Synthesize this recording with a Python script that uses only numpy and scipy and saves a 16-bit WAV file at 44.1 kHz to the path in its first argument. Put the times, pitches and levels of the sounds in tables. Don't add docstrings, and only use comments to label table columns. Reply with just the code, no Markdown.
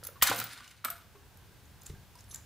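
import sys
import numpy as np
from scipy import signal
from scipy.fft import rfft, irfft
from scipy.io import wavfile
from scipy.ndimage import uniform_filter1d

SR = 44100
rng = np.random.default_rng(int(sys.argv[2]) if len(sys.argv) > 2 else 0)


def ratio(d):
    e = np.asarray(d, float) / 20
    return 10 ** e


def output_pcm(signal):
    pcm = np.clip(np.atleast_2d(signal).T, -1, 1) * 32767
    wavfile.write(sys.argv[1], SR, np.round(pcm).astype(np.int16))


N = 108045
BURST_S = .226
SHELF_HZ = 15600
OPPOSED = np.array([[1], [-1]])


def band(x, hz, width):
    hz = min(hz, .45 * SR)
    return signal.lfilter(*signal.iirpeak(hz, hz / min(width, .4 * SR), fs=SR), x)


def steep(x, hz, width):
    y = band(band(x, hz, width), hz, width)
    return y / y.std()


def add(out, s, db, v, pan_db=0):
    i = int(s * SR)
    v = v[:N - i] * ratio(db) / np.abs(v).max()
    out[:, i:i + len(v)] += v * ratio(np.array([[pan_db], [-pan_db]]) / 2)


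def fade(t60, size=8192):
    return np.exp(-np.log(1000) * np.arange(size) / SR / max(t60, .001))


def die_away(t, start, t60):
    return (t > start) * np.exp(-np.log(1000) * np.maximum(t - start, 0) / t60)


def walk(rate):
    k = int(SR / rate)
    steps = np.repeat(rng.standard_normal(N // k + 1), k)
    return 2.14 * uniform_filter1d(uniform_filter1d(steps, k), k)[:N]


def ring(modes, spread_db=2, size=16384):
    t = np.arange(size) / SR
    chance = rng.standard_normal((len(modes), 2))
    flutter = uniform_filter1d(rng.standard_normal((len(modes), size)), 400) * 20
    out = np.zeros(size)
    for (hz, db, t60), (stray, phase), wobble in zip(modes, chance, flutter):
        level = ratio(db + spread_db * stray + 3.5 * wobble * min(hz / 8000, 1))
        out += level * np.sin(2 * np.pi * hz * t + phase) * fade(t60, size)
    return out


def snap(hz, length, broad_db, q):
    t = np.arange(4096) / SR
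    envelope = (1 - np.exp(-t / .0004)) * np.exp(-t / (.5 * length))
    grains = rng.standard_normal(4096) * ratio(2 * rng.standard_normal(4096)) * envelope
    centre = np.sqrt(hz * 8000)
    spit = steep(grains, centre, min(1.6 * centre, SHELF_HZ))
    y = steep(grains, hz, hz / q) + ratio(broad_db) * spit
    return y / np.abs(y).max()


def air():
    # frequency in Hz, density in dB per Hz.
    air_colour = np.array([(30, -21), (55, -1.5), (95, -0.5), (263, -17), (1000, -22.5), (3430, -26.5),
                           (9000, -33.5), (16000, -31)])
    f = np.maximum(np.arange(N // 2 + 1) * SR / N, 1)
    colour = ratio(np.interp(np.log(f), np.log(air_colour[:, 0]), air_colour[:, 1]))
    side_share = np.interp(np.log(f), np.log([100, 1000, 8000]), [.45, .25, .6])
    spectrum = rfft(rng.standard_normal((2, N))) * colour
    mid, side = irfft(spectrum * np.array([np.ones_like(f), side_share]), N)
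    hiss = (mid + side * OPPOSED) * ratio(-56) / mid.std()

    rumble_hz = 92.6
    rumble = rng.standard_normal(N) + .2 * rng.standard_normal((2, N))
    rumble = band(band(rumble, rumble_hz, 60), rumble_hz, 60) * ratio(2.5 * walk(8))

    murmur = steep(rng.standard_normal(N), 1573, 240) * ratio(-76.5 + 1.27 * walk(10.7))
    murmur = murmur + steep(rng.standard_normal(N), 890, 450) * ratio(-73.5 + walk(16))
    return murmur + hiss + rumble / rumble.std() * ratio(-68)


def thuds(out):
    # start in seconds, peak in dB, pitch in Hz, t60 in seconds.
    bench_thuds = [(.224, -35.5, 262, 0.025), (0.223, -43, 71, 0.16), (.297, -38.5, 255, 0.058),
                   (0.306, -35.5, 114.2, .3), (.385, -43.5, 232, 0.069), (.420, -44, 133, 0.062),
                   (0.531, -58.5, 282, 0.076), (.61, -56, 245, 0.089), (.852, -49.5, 248, 0.088),
                   (1.896, -37, 78, 0.092), (1.902, -39.5, 141, 0.087), (1.938, -41, 121, 0.057)]
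    for s, db, hz, t60 in bench_thuds:
        wood = ring([(hz, 0, t60), (1.98 * hz, -8, 0.15 * t60)])
        add(out, s, db, wood * (1 - fade(0.011, 16384)))


def tray_body(x):
    # frequency in Hz, width in Hz, level in dB.
    tray_modes = [(1040, 190, -7.5), (1320, 18, -10), (1520, 220, 1.5), (2160, 1600, -2.5),
                  (3730, 190, -10.5)]
    return sum(ratio(db) * band(x, hz, width) for hz, width, db in tray_modes)


def knocks(out, t):
    # start in
    # seconds, peak in dB, pitch in Hz, t60 in seconds.
    tuned_hits = [(.029, -45, 513, 0.024), (.029, -45.5, 1390, 0.02), (.050, -47, 1370, .03),
                  (.088, -39.5, 538, 0.042), (.088, -42, 1330, 0.017), (.157, -46.5, 1110, 0.17),
                  (.2135, -34.5, 1900, 0.098), (.214, -35, 3070, 0.12), (.2237, -13, 3505, 0.022),
                  (.2237, -17, 3210, 0.016), (.2235, -13.5, 1850, 0.0063), (.2238, -29.5, 530, 0.01),
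                  (.2262, -15.5, 1075, 0.019), (.2297, -18.5, 1375, 0.012), (.242, -37.5, 2400, 0.045),
                  (.254, -33, 804, 0.046), (.2655, -27.5, 2150, .02), (.270, -24, 1717, .04),
                  (.288, -24, 1380, 0.058), (.297, -30.5, 289, 0.073), (.3132, -24.5, 561, 0.019),
                  (.3132, -19, 1044, 0.02), (0.3134, -23.5, 803, 0.033), (.318, -27, 1482, 0.068),
                  (.33, -32.5, 700.4, 0.087), (.383, -48, 456, 0.041), (.415, -27, 1354, 0.022),
                  (.605, -42.5, 1170, .04), (.605, -43.5, 1475, 0.072), (.8425, -34, 1320, 0.033),
                  (.8477, -27, 1350, 0.016), (.8478, -34, 3900, .008), (.8525, -24, 1361, 0.038),
                  (.853, -37.5, 640, 0.018), (.854, -34, 2260, .035), (.8585, -26.5, 1186, 0.012),
                  (.866, -43, 1320, 0.021), (.883, -31, 1320, .045), (.898, -38, 1250, .02),
                  (.912, -40, 1465, .03), (.90, -44.5, 686, 0.21), (1.15, -48.5, 407, 0.15),
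                  (1.156, -53, 1098, .1), (1.897, -43, 409, 0.064), (1.52, -60, 1600, 0.27),
                  (1.95, -53.5, 1610, .2), (2.153, -51, 976, 0.062), (2.328, -49, 1190, 0.05),
                  (2.349, -51, 1576, 0.12)]
    for s, db, hz, t60 in tuned_hits:
        push = rng.standard_normal(8192) * fade(.6 * t60) * (1 - fade(.004))
        tone = np.sin(2 * np.pi * hz * t[:8192]) * fade(t60) * (1 - fade(3 / hz))
        own = tone / tone.std() + ratio(-7) * steep(push, hz, hz / 3.5)
        shared = tray_body(band(push, hz, 2 * hz)) + .3 * band(push, .6 * hz, hz)
        add(out, s, db, own / own.std() + ratio(-8) * shared / shared.std())


def debris(t):
    crumbs = (rng.random(N) < .03) * rng.standard_normal(N)
    rattle = tray_body(crumbs * ratio(2 * walk(60)))
    rattle = rattle / rattle.std() * ratio(-35) * die_away(t, .23, .98)
    crumbs = (rng.random(N) < .05) * rng.standard_normal(N)
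    second = steep(crumbs * ratio(2 * walk(79.9)), 2600, 5100)
    return rattle + second * ratio(-48) * die_away(t, .848, .51)


def nips(out):
    # start in seconds, peak in dB, pitch in Hz, length in seconds.
    stem_nips = [(1.372, -47, 11500, 0.0046), (1.654, -52, 6940, 0.0036), (1.814, -48, 10600, 0.0013),
                 (1.818, -43.5, 6700, 0.005), (1.833, -45, 13900, 0.0044), (1.8609, -39, 7040, 0.0059),
                 (1.864, -34.5, 7130, 0.0064), (1.867, -39, 8500, .004), (1.897, -46.5, 1970, 0.0093),
                 (2.154, -46.5, 5360, 0.0031), (2.155, -52, 9000, 0.014), (2.187, -48.5, 5530, .006),
                 (2.191, -50, 5930, 0.0082), (2.206, -45.5, 6600, 0.0059), (2.241, -52, 8000, 0.0027),
                 (2.299, -46, 10500, .002), (2.307, -49, 3950, 0.019), (2.310, -41, 6260, 0.026),
                 (2.312, -44, 9070, 0.016), (2.341, -40, 6000, 0.0061), (2.3446, -27.5, 7020, 0.0049),
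                 (2.346, -57, 13500, .005), (2.358, -35, 6960, 0.0054), (2.368, -50, 6500, 0.053)]
    for s, db, hz, length in stem_nips:
        add(out, s, db, snap(hz, length, 0, 5), -2)


def rubbing(t):
    # start in seconds, length in seconds.
    rubs = [
        (.026, .07),
        (.66, .08),
        (1.81, .13),
        (2.15, .08),
        (2.30, .11),
    ]
    rub_levels = [-53.5, -57.5, -59, -63.5, -61.5]
    env = np.zeros(N)
    for (s, length), db in zip(rubs, rub_levels):
        env += ratio(db) * np.sin(np.pi * np.clip((t - s) / length, 0, 1))
    grain = rng.standard_normal(N) * ratio(3 * walk(150))
    rub = band(grain, 4600, 3300) + 1.5 * band(grain, 1800, 1200) + .5 * band(grain, 10000, 4000)
    return env * rub / rub.std()


def squeak(t):
    start, end = 2.272, 2.343
    u = np.clip((t - start) / (end - start), 0, 1)
    hz = 10800 + (11350 - 10800) * u + 90 * walk(500)
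    return np.sin(2 * np.pi * np.cumsum(hz) / SR) * ratio(-53 + 2 * walk(150)) * u ** 0.76 * (u < 1)


def grit(t):
    # frequency in Hz, level in dB, t60 in seconds.
    grit_bands = [(1940, -8, 1), (3900, -4, 1), (6000, -8, 0.62), (9400, -7, 0.91), (13500, 11, 0.12)]
    grains_per_s = 2300
    out = np.zeros((2, N))
    clusters = ratio(2.5 * walk(70))
    for hz, db, t60 in grit_bands:
        hit = (rng.random((2, N)) < grains_per_s / SR) * rng.standard_normal((2, N)) * clusters
        mid, side = band(hit, hz, 0.35 * hz)
        wide = mid + min(hz / 25000, 1) * side * OPPOSED
        out += ratio(db - 35) * die_away(t, BURST_S, t60) * wide / mid.std()
    return out


def ringing_pieces(out):
    # start in seconds, peak in dB.
    curved_hits = [
        (.361, -29),
        (.400, -47),
        (.441, -31.5),
        (.492, -64),
    ]
    piece_hits = [
        (.8475, -20),
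        (.902, -24.5),
    ]
    # frequency in Hz, level in dB, t60 in seconds.
    curved_modes = [(8995, -24, .2), (13850, -15, .1), (14830, 0, .065), (14900, -6, .05)]
    piece_modes = [(7970, -15, 0.2), (8040, -25, 0.12), (8960, -12, 0.19), (8600, -14, .09),
                   (12870, -12, 0.035), (13280, -1.5, 0.063), (13500, -4, .1), (13760, -14, .05),
                   (13850, -8, 0.083), (14300, -19, .04)]
    for hits, modes, click in ((curved_hits, curved_modes, .6), (piece_hits, piece_modes, 3.5)):
        for s, db in hits:
            r = ring(modes)
            r[:4096] += click * snap(12500, .004, 6, 2)
            add(out, s, db, r, .8)


def shards(out):
    # start in seconds, peak in dB, pitch in Hz.
    shard_hits = [(0.347, -26.5, 11800), (0.3522, -37, 14140), (0.381, -28, 6400), (0.386, -24, 4180),
                  (0.3895, -20.5, 11200), (0.4002, -15.5, 14300), (0.4392, -25, 14600), (0.4907, -41, 3100),
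                  (0.523, -38, 3540), (0.5297, -34.5, 10600), (0.533, -35.5, 4750), (0.5759, -38, 4500),
                  (0.5895, -44, 3060), (0.606, -44, 3630), (0.6426, -40, 2830), (0.6775, -37.5, 2810),
                  (0.7125, -41, 2920), (0.7663, -52, 4970)]
    for s, db, hz in shard_hits:
        add(out, s, db - 3, snap(hz, .003, 2, 6), rng.standard_normal())


def ticks(out):
    # start in seconds, peak in dB.
    jaw_ticks = [
        (.0362, -34),
        (.042, -31),
        (.0502, -29),
        (.0695, -25),
        (.086, -42),
    ]
    # frequency in Hz, level in dB, t60 in seconds.
    bulb_modes = [(4500, -13, .02), (6500, -13, .012), (10650, -1, .02), (11100, 0, .02), (11550, -5, .012),
                  (12800, -6, .014), (14250, -3, .016), (15500, -7, .014), (10680, -27, .1),
                  (11090, -29, .12), (14070, -29, .07)]
    for s, db in jaw_ticks:
        r = ring(bulb_modes)
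        r[:4096] += 1.5 * snap(5500, .002, 3, 2)
        r[130:] += .5 * r[:-130]
        add(out, s, db, r, -.8)


def cracks(out):
    # start in seconds, peak in dB, pitch in Hz, length in seconds.
    crack_runs = [
        (0.2209, -24, 9100, 0.0036),
        (0.2234, -15, 6400, 0.0018),
        (.2238, -8.5, 13500, 0.0072),
        (0.226, -15.5, 6400, 0.0087),
        (0.2294, -12, 7670, 0.0059),
        (.2300, -16.5, 12800, 0.0079),
        (0.241, -25, 10500, 0.0069),
        (0.27, -18.5, 12800, 0.015),
        (0.2975, -23.5, 12300, .005),
        (0.2955, -24.5, 3220, .005),
    ]
    for s, db, hz, length in crack_runs:
        add(out, s, db, snap(hz, length, 3, 8))


def room(x):
    size = 24000
    n = rng.standard_normal((3, size))
    n = 2.0 * n[0] + .5 * n[1:]
    low = signal.lfilter([.3], [1, -.7], n)
    tail = low * fade(0.48, size) + .5 * (n - low) * fade(0.27, size)
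    tail = tail * (1 - fade(0.0067, size))
    tail = tail / np.sqrt((tail ** 2).sum(axis=1, keepdims=True))
    return signal.fftconvolve(x.mean(axis=0, keepdims=True), tail, axes=1)[:, :N]


def scatter(x):
    echo = steep(rng.standard_normal(2048), 10400, 12000) * fade(.05, 2048)
    echo = echo / np.sqrt((echo ** 2).sum())
    return ratio(-9.5) * signal.fftconvolve(x.mean(axis=0), echo)[:N] * OPPOSED


def scene():
    t = np.arange(N) / SR
    near = debris(t) + rubbing(t) + squeak(t) + grit(t)
    thuds(near)
    knocks(near, t)
    nips(near)
    ringing_pieces(near)
    shards(near)
    ticks(near)
    cracks(near)
    hold_until_s, recover_s = .84, .2
    duck_db = -5.5 * (t > BURST_S) * np.exp(-np.maximum(t - hold_until_s, 0) / recover_s)
    return near + scatter(near) + ratio(-9.5) * room(near) + air() * ratio(duck_db)


def top_cut(x):
    return signal.sosfilt(signal.butter(12, 16810, fs=SR, output="sos"), x)


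def record(dry):
    shelf = signal.ellip(10, .2, 50, SHELF_HZ, fs=SR, output="sos")
    low = signal.sosfiltfilt(shelf, dry)
    top = dry - low
    busy = uniform_filter1d(top ** 2, size=512) + 1e-18
    opening = busy / (busy + ratio(2 * -51.5))
    limit = signal.ellip(6, .2, 50, 16600, fs=SR, output="sos")
    mix = signal.sosfiltfilt(limit, low + ratio(-25) * top * opening)
    return top_cut(mix)


dry = scene()
out = record(dry)
output_pcm(out)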